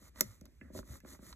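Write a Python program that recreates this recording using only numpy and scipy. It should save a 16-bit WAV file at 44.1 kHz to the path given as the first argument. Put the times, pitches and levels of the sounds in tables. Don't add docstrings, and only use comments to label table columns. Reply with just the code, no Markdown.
import sys
import numpy as np
from scipy import signal
from scipy.fft import rfft, irfft
from scipy.io import wavfile

SR = 44100
rng = np.random.default_rng(int(sys.argv[2]) if len(sys.argv) > 2 else 0)


def dump(signal):
    limited = np.clip(np.atleast_2d(signal).T, -1, 1)
    pcm = np.round(limited * 32767).astype(np.int16)
    wavfile.write(sys.argv[1], SR, pcm)


N = 59535
T = np.arange(N) / SR

# (start [s], fastest [s], end [s], hiss [dB], rustle [dB], rumble [dB], sharpness [-])
ERASER_STROKES = [(-.02, 0.067, 0.1, -64.5, -68, -69, 0.67), (0.129, 0.207, .25, -58, -58.5, -59, 2.1),
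                  (0.187, 0.273, 0.49, -64, -68, -68, 4), (0.704, 0.776, 0.84, -54, -64, -46.5, 2.9),
                  (0.809, 0.947, 1.0076, -59, -65.5, -56, 1.9),
                  (1.016, 1.115, 1.211, -57.5, -62.5, -57, 2.93),
                  (1.178, 1.288, 1.361, -59, -63.5, -59.5, 1.76)]
# (time [s], relative level [dB], contact corner [Hz])
PAD_THUMPS = [(0.016, -45, 260), (.155, -46, 300), (0.2065, -27.5, 1085), (.412, -36, 240),
              (0.612, -37.5, 270), (.648, -40, 174), (0.7, -39, 420), (.748, -33.5, 700),
              (.756, -39.5, 840), (.787, -33, 570), (.829, -42.5, 280), (1.033, -37.5, 220),
              (1.047, -39.5, 610), (1.116, -52, 400), (1.145, -50.5, 714), (1.189, -38, 197),
              (1.224, -41, 330)]
# (time [s], relative level [dB], low-pass [Hz])
SHEET_CRACKLES = [(.158, -40, 6000), (0.188, -35.5, 2500), (0.2069, -20, 9000), (0.4534, -41.5, 6120),
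                  (0.4618, -45, 5780), (0.7757, -31, 9200), (0.7889, -30, 8950), (0.8279, -38.5, 2210),
                  (.934, -35.5, 1770), (.9535, -33.5, 1940), (1.047, -32, 2000), (1.059, -40, 2400),
                  (1.147, -38, 1800), (1.1911, -42, 2000), (1.3264, -29.5, 7000)]
PENCIL_CLICKS = [(.2077, 1, 18800), (0.2093, -7.5, 14600), (0.4106, -35, 9200), (0.455, -36, 12720),
                 (.7765, -40, 8000), (1.002, -39, 10120)]
# (time [s], relative level [dB])
BARREL_KNOCKS = [(0.6108, -44.5), (1.002, -57)]
# (start [s], level [dB], frequency [Hz], time scale [s])
DESK_SWAYS = [(0.226, -49, 202, 0.041), (.245, -48.5, 119.3, 0.042), (0.281, -48.5, 109, 0.045),
              (0.42, -52.5, 60, 0.037), (0.634, -51.5, 66.6, 0.071), (0.784, -49, 54, 0.067),
              (.893, -43, 70.3, 0.059), (0.899, -46.5, 118.5, 0.032), (1.304, -52, 56.3, 0.04)]
# (start [s], fastest [s], end [s], skin rub [dB], rumble [dB])
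GRIP_SHIFTS = [(0.413, 0.447, 0.557, -90.5, -62.5), (0.597, 0.643, 0.766, -71, -61.5)]
# (frequency [Hz], relative level [dB], T60 [s])
PAD_MODES = [(205, -9, .09), (249, -3.5, 0.042), (294, -5, 0.055), (369.7, -8, 0.091), (535, -1.5, 0.042),
             (599, -4, 0.06), (965, -4, 0.021), (1167, -19.5, .04), (1342, -16.5, 0.025)]
PENCIL_MODES = [(2107, -7.5, 0.019), (5727, -1, 0.014), (6650, -1, 0.0093), (6894, -2.5, 0.016),
                (11600, -11, 0.0091), (11330, -11.5, 0.011), (13800, -11, 0.014)]
BARREL_MODES = [(1727, 0, 0.044), (2033, 3, 0.032), (2400, -13, 0.049), (2646, -4.5, 0.037)]
# (frequency [Hz], relative density [dB])
HISS_SPECTRUM = [(1500, -38.5), (2800, -10.5), (4100, 1), (5000, -4.5), (6100, 1.5), (7200, 2.5),
                 (8300, -5), (9900, 3), (12000, -6.5), (13100, 0.5), (14200, -5.5), (15400, -18.5),
                 (16200, -46.5)]
RUSTLE_SPECTRUM = [(200, -17.5), (550, 3), (800, -6.5), (1250, 3.5), (1620, -5.5), (1980, 3), (2500, -14),
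                   (4000, -13.5), (9000, -44.5), (16000, -60.5)]
RUMBLE_SPECTRUM = [(30, -17), (90, 10), (150, -0.5), (230, 8.5), (380, -1), (460, -15), (600, -1.5),
                   (760, -20), (1500, -35.5), (5000, -48.5)]
CRACKLE_SPECTRUM = [(150, -25), (600, -7.5), (1000, 0), (1400, 1.5), (2100, -10), (2700, -10), (4100, -2),
                    (7000, -10.5), (15000, -25)]
CLICK_SPECTRUM = [(100, -43), (600, -29.5), (1450, -24), (1950, -3), (2600, -17), (3300, -9.5), (4200, -7),
                  (5400, -5), (6400, 1), (7200, -3.5), (8300, -4.5), (10000, -3.5), (11300, -0.5),
                  (12500, 5), (14500, -5), (17000, -14.5)]
SKIN_SPECTRUM = [(300, -15), (750, -22), (1200, 5.5), (1550, 2), (1950, 7.5), (2500, -20), (3200, -22),
                 (6500, -21), (12000, -28), (16000, -58)]
ROOM_SPECTRUM = [(20, -21.5), (45, -0.5), (70, 1), (130, -8.5), (260, -14.5), (500, -27), (800, -37.5),
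                 (1300, -34), (1900, -31), (3000, -36.5), (7000, -36.5), (13000, -39.5), (14500, -45.5),
                 (15500, -59.5), (17000, -75.5)]
# (frequency [Hz], left lead [rad])
MIC_PHASE = [(20, 0), (250, -.3), (700, -1.1), (900, -.2), (1600, 0), (2400, .6), (2700, 2.6), (3800, 1.7),
             (5000, 2.9), (6400, 6.28), (7500, 6.28), (9800, 9.42), (11800, 12.57), (12600, 12.57),
             (14700, 15.7), (15800, 18)]
# (frequency [Hz], left minus right [dB])
MIC_BALANCE = [(60, -0.2), (300, -1), (700, -3), (1300, -4), (2400, -8), (4000, 1), (5000, -6.5),
               (6200, 1.5), (14000, -0.5)]

ROOM_DB, HUM_HZ, HUM_DB = -65, 60, -65.5
SLIPS_PER_S, SLIP_SPREAD_DB, FLUTTER_DB = 12000, 4, 0.84
SNAGS_PER_S, SNAG_SPREAD_DB = 1800, 3
SHUDDER_DB, SHUDDER_T60_S = -23, 0.14
BEND_DELAY_S = .0023
ECHO_DB, ECHO_T60_S, ECHO_GAP_S, ECHO_TOP_HZ = -19, .13, 0.0035, 10960
SIDE_GAIN_DB, SIDE_BAND_HZ = 9.5, (130, 2000)


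def undb(db):
    return 10 ** (np.asarray(db) / 20)


def unit(x):
    return x / np.sqrt(np.mean(x ** 2))


def band(x, hz, kind, order=2):
    return signal.sosfilt(signal.butter(order, np.minimum(hz, SR / 2 - 1), kind, fs=SR, output="sos"), x)


def curve(points):
    hz, value = np.array(points, float).T
    bin_hz = np.arange(N + 1) * SR / (2 * N)
    return np.interp(np.log(bin_hz + 1), np.log(np.sort(hz)), value)


def colour(x, spectrum):
    cepstrum = irfft(np.log(unit(undb(curve(spectrum)))))
    cepstrum[1:N] *= 2
    cepstrum[N + 1:] = 0
    return irfft(rfft(x, 2 * N) * np.exp(rfft(cepstrum)))[:N]


def noise():
    return rng.standard_normal(N)


def wander(rate_hz):
    return unit(np.interp(T * rate_hz, np.arange(N), noise()))


def decay(start_s, t60_s):
    return (T >= start_s) * np.exp(-np.log(1000) * np.maximum(T - start_s, 0) / t60_s)


def ring(start_s, modes):
    return sum(undb(db) * decay(start_s, t60_s) * np.sin(2 * np.pi * hz * (T - start_s))
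               for hz, db, t60_s in modes)


def swell(start_s, peak_s, end_s, sharpness):
    return np.abs(np.sin(np.pi * np.interp(T, [start_s, peak_s, end_s], [0, .5, 1]))) ** sharpness


def snap(start_s, tail_db, t60_s):
    return (np.arange(N) == int(start_s * SR)) + undb(tail_db) * decay(start_s, t60_s) * noise()


def friction(spectrum, slips_per_s=SLIPS_PER_S, spread_db=SLIP_SPREAD_DB):
    slips = (rng.random(N) < slips_per_s / SR) * np.sign(noise())
    sizes = undb(spread_db * np.minimum(rng.exponential(size=N), np.pi))
    flutter = undb(FLUTTER_DB * wander(170))
    return colour(unit(slips * sizes) * flutter, spectrum)


def room_tone():
    air = undb(ROOM_DB) * colour(noise(), ROOM_SPECTRUM)
    hum = undb(HUM_DB + 1.7 * wander(13)) * np.sqrt(2) * np.sin(2 * np.pi * HUM_HZ * T)
    return air + hum


def eraser():
    hiss = friction(HISS_SPECTRUM)
    rustle = friction(RUSTLE_SPECTRUM, SNAGS_PER_S, SNAG_SPREAD_DB)
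    rumble = friction(RUMBLE_SPECTRUM)
    strokes = np.zeros(N)
    for start_s, peak_s, end_s, hiss_db, rustle_db, rumble_db, sharpness in ERASER_STROKES:
        rub = undb(hiss_db) * hiss + undb(rustle_db) * rustle + undb(rumble_db) * rumble
        strokes += swell(start_s, peak_s, end_s, sharpness) * rub
    return strokes


def pad_thumps():
    blows = sum(undb(db) * band(ring(start_s, PAD_MODES), corner_hz, "low")
                for start_s, db, corner_hz in PAD_THUMPS) / 2
    shudder = sum(undb(db + SHUDDER_DB) * decay(start_s, SHUDDER_T60_S) for start_s, db, _ in PAD_THUMPS)
    return band(blows + shudder * colour(noise(), RUMBLE_SPECTRUM), 174, "high", order=3)


def sheet_crackles():
    snaps = sum(undb(db) * band(snap(start_s, tail_db=-20.5, t60_s=0.028), top_hz, "low", order=3)
                for start_s, db, top_hz in SHEET_CRACKLES)
    return colour(snaps, CRACKLE_SPECTRUM)


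def pencil_clicks():
    clicks = np.zeros(N)
    for start_s, db, top_hz in PENCIL_CLICKS:
        chatter = colour(snap(start_s, tail_db=-25.5, t60_s=0.023), CLICK_SPECTRUM)
        ringing = undb(-22.5) * ring(start_s, PENCIL_MODES)
        clicks += undb(db) * band(chatter + ringing, top_hz, "low")
    return clicks


def desk_sways():
    sways = np.zeros(N)
    for start_s, db, hz, scale_s in DESK_SWAYS:
        envelope = swell(start_s, start_s + scale_s / 4, start_s + scale_s * 1.4, sharpness=1.5)
        sways -= undb(db) * envelope * np.sin(2 * np.pi * hz * (T - start_s))
    return sways


def grip_shifts():
    skin, drag = friction(SKIN_SPECTRUM), friction(RUMBLE_SPECTRUM)
    return sum(swell(start_s, peak_s, end_s, sharpness=1.2) * (undb(skin_db) * skin + undb(drag_db) * drag)
               for start_s, peak_s, end_s, skin_db, drag_db in GRIP_SHIFTS)


def barrel_knocks():
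    knocks = sum(undb(db) * ring(start_s, BARREL_MODES) for start_s, db in BARREL_KNOCKS) / 2
    return band(band(knocks, 1300, "high"), 3080, "low", order=8)


def bending_waves(x):
    khz = np.arange(N + 1) * SR / (2 * N) / 1000
    lag_rad = 4 * np.pi * 1000 * BEND_DELAY_S * np.sqrt(khz)
    return irfft(rfft(x, 2 * N) * np.exp(-1j * lag_rad))[:N]


def echo(x):
    tail = noise() * decay(ECHO_GAP_S, ECHO_T60_S)
    return undb(ECHO_DB) * signal.fftconvolve(band(x, ECHO_TOP_HZ, "low"), tail / np.linalg.norm(tail))[:N]


def microphones(x):
    left_gain = undb(curve(MIC_BALANCE) / 2)
    spectrum = rfft(x, 2 * N)
    left = irfft(spectrum * left_gain)[:N]
    right = irfft(spectrum / left_gain * np.exp(-1j * curve(MIC_PHASE)))[:N]
    return np.array([left, right])


def scene():
    movement = eraser() + grip_shifts() + desk_sways()
    impacts = pad_thumps() + sheet_crackles() + pencil_clicks() + barrel_knocks()
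    near = movement + bending_waves(impacts)
    mid_echo, side_echo = echo(near), echo(near)
    mid = near + mid_echo + room_tone()
    side = undb(SIDE_GAIN_DB) * band(side_echo, SIDE_BAND_HZ, "band", order=1)
    side += undb(ROOM_DB - 8) * colour(noise(), ROOM_SPECTRUM)
    return microphones(mid) + np.array([side, -side])


def record(dry):
    top_cut = signal.ellip(8, .2, 80, 16800, fs=SR, output="sos")
    return signal.sosfilt(top_cut, band(dry, 23, "high", order=4))


dry = scene()
out = record(dry)
dump(out)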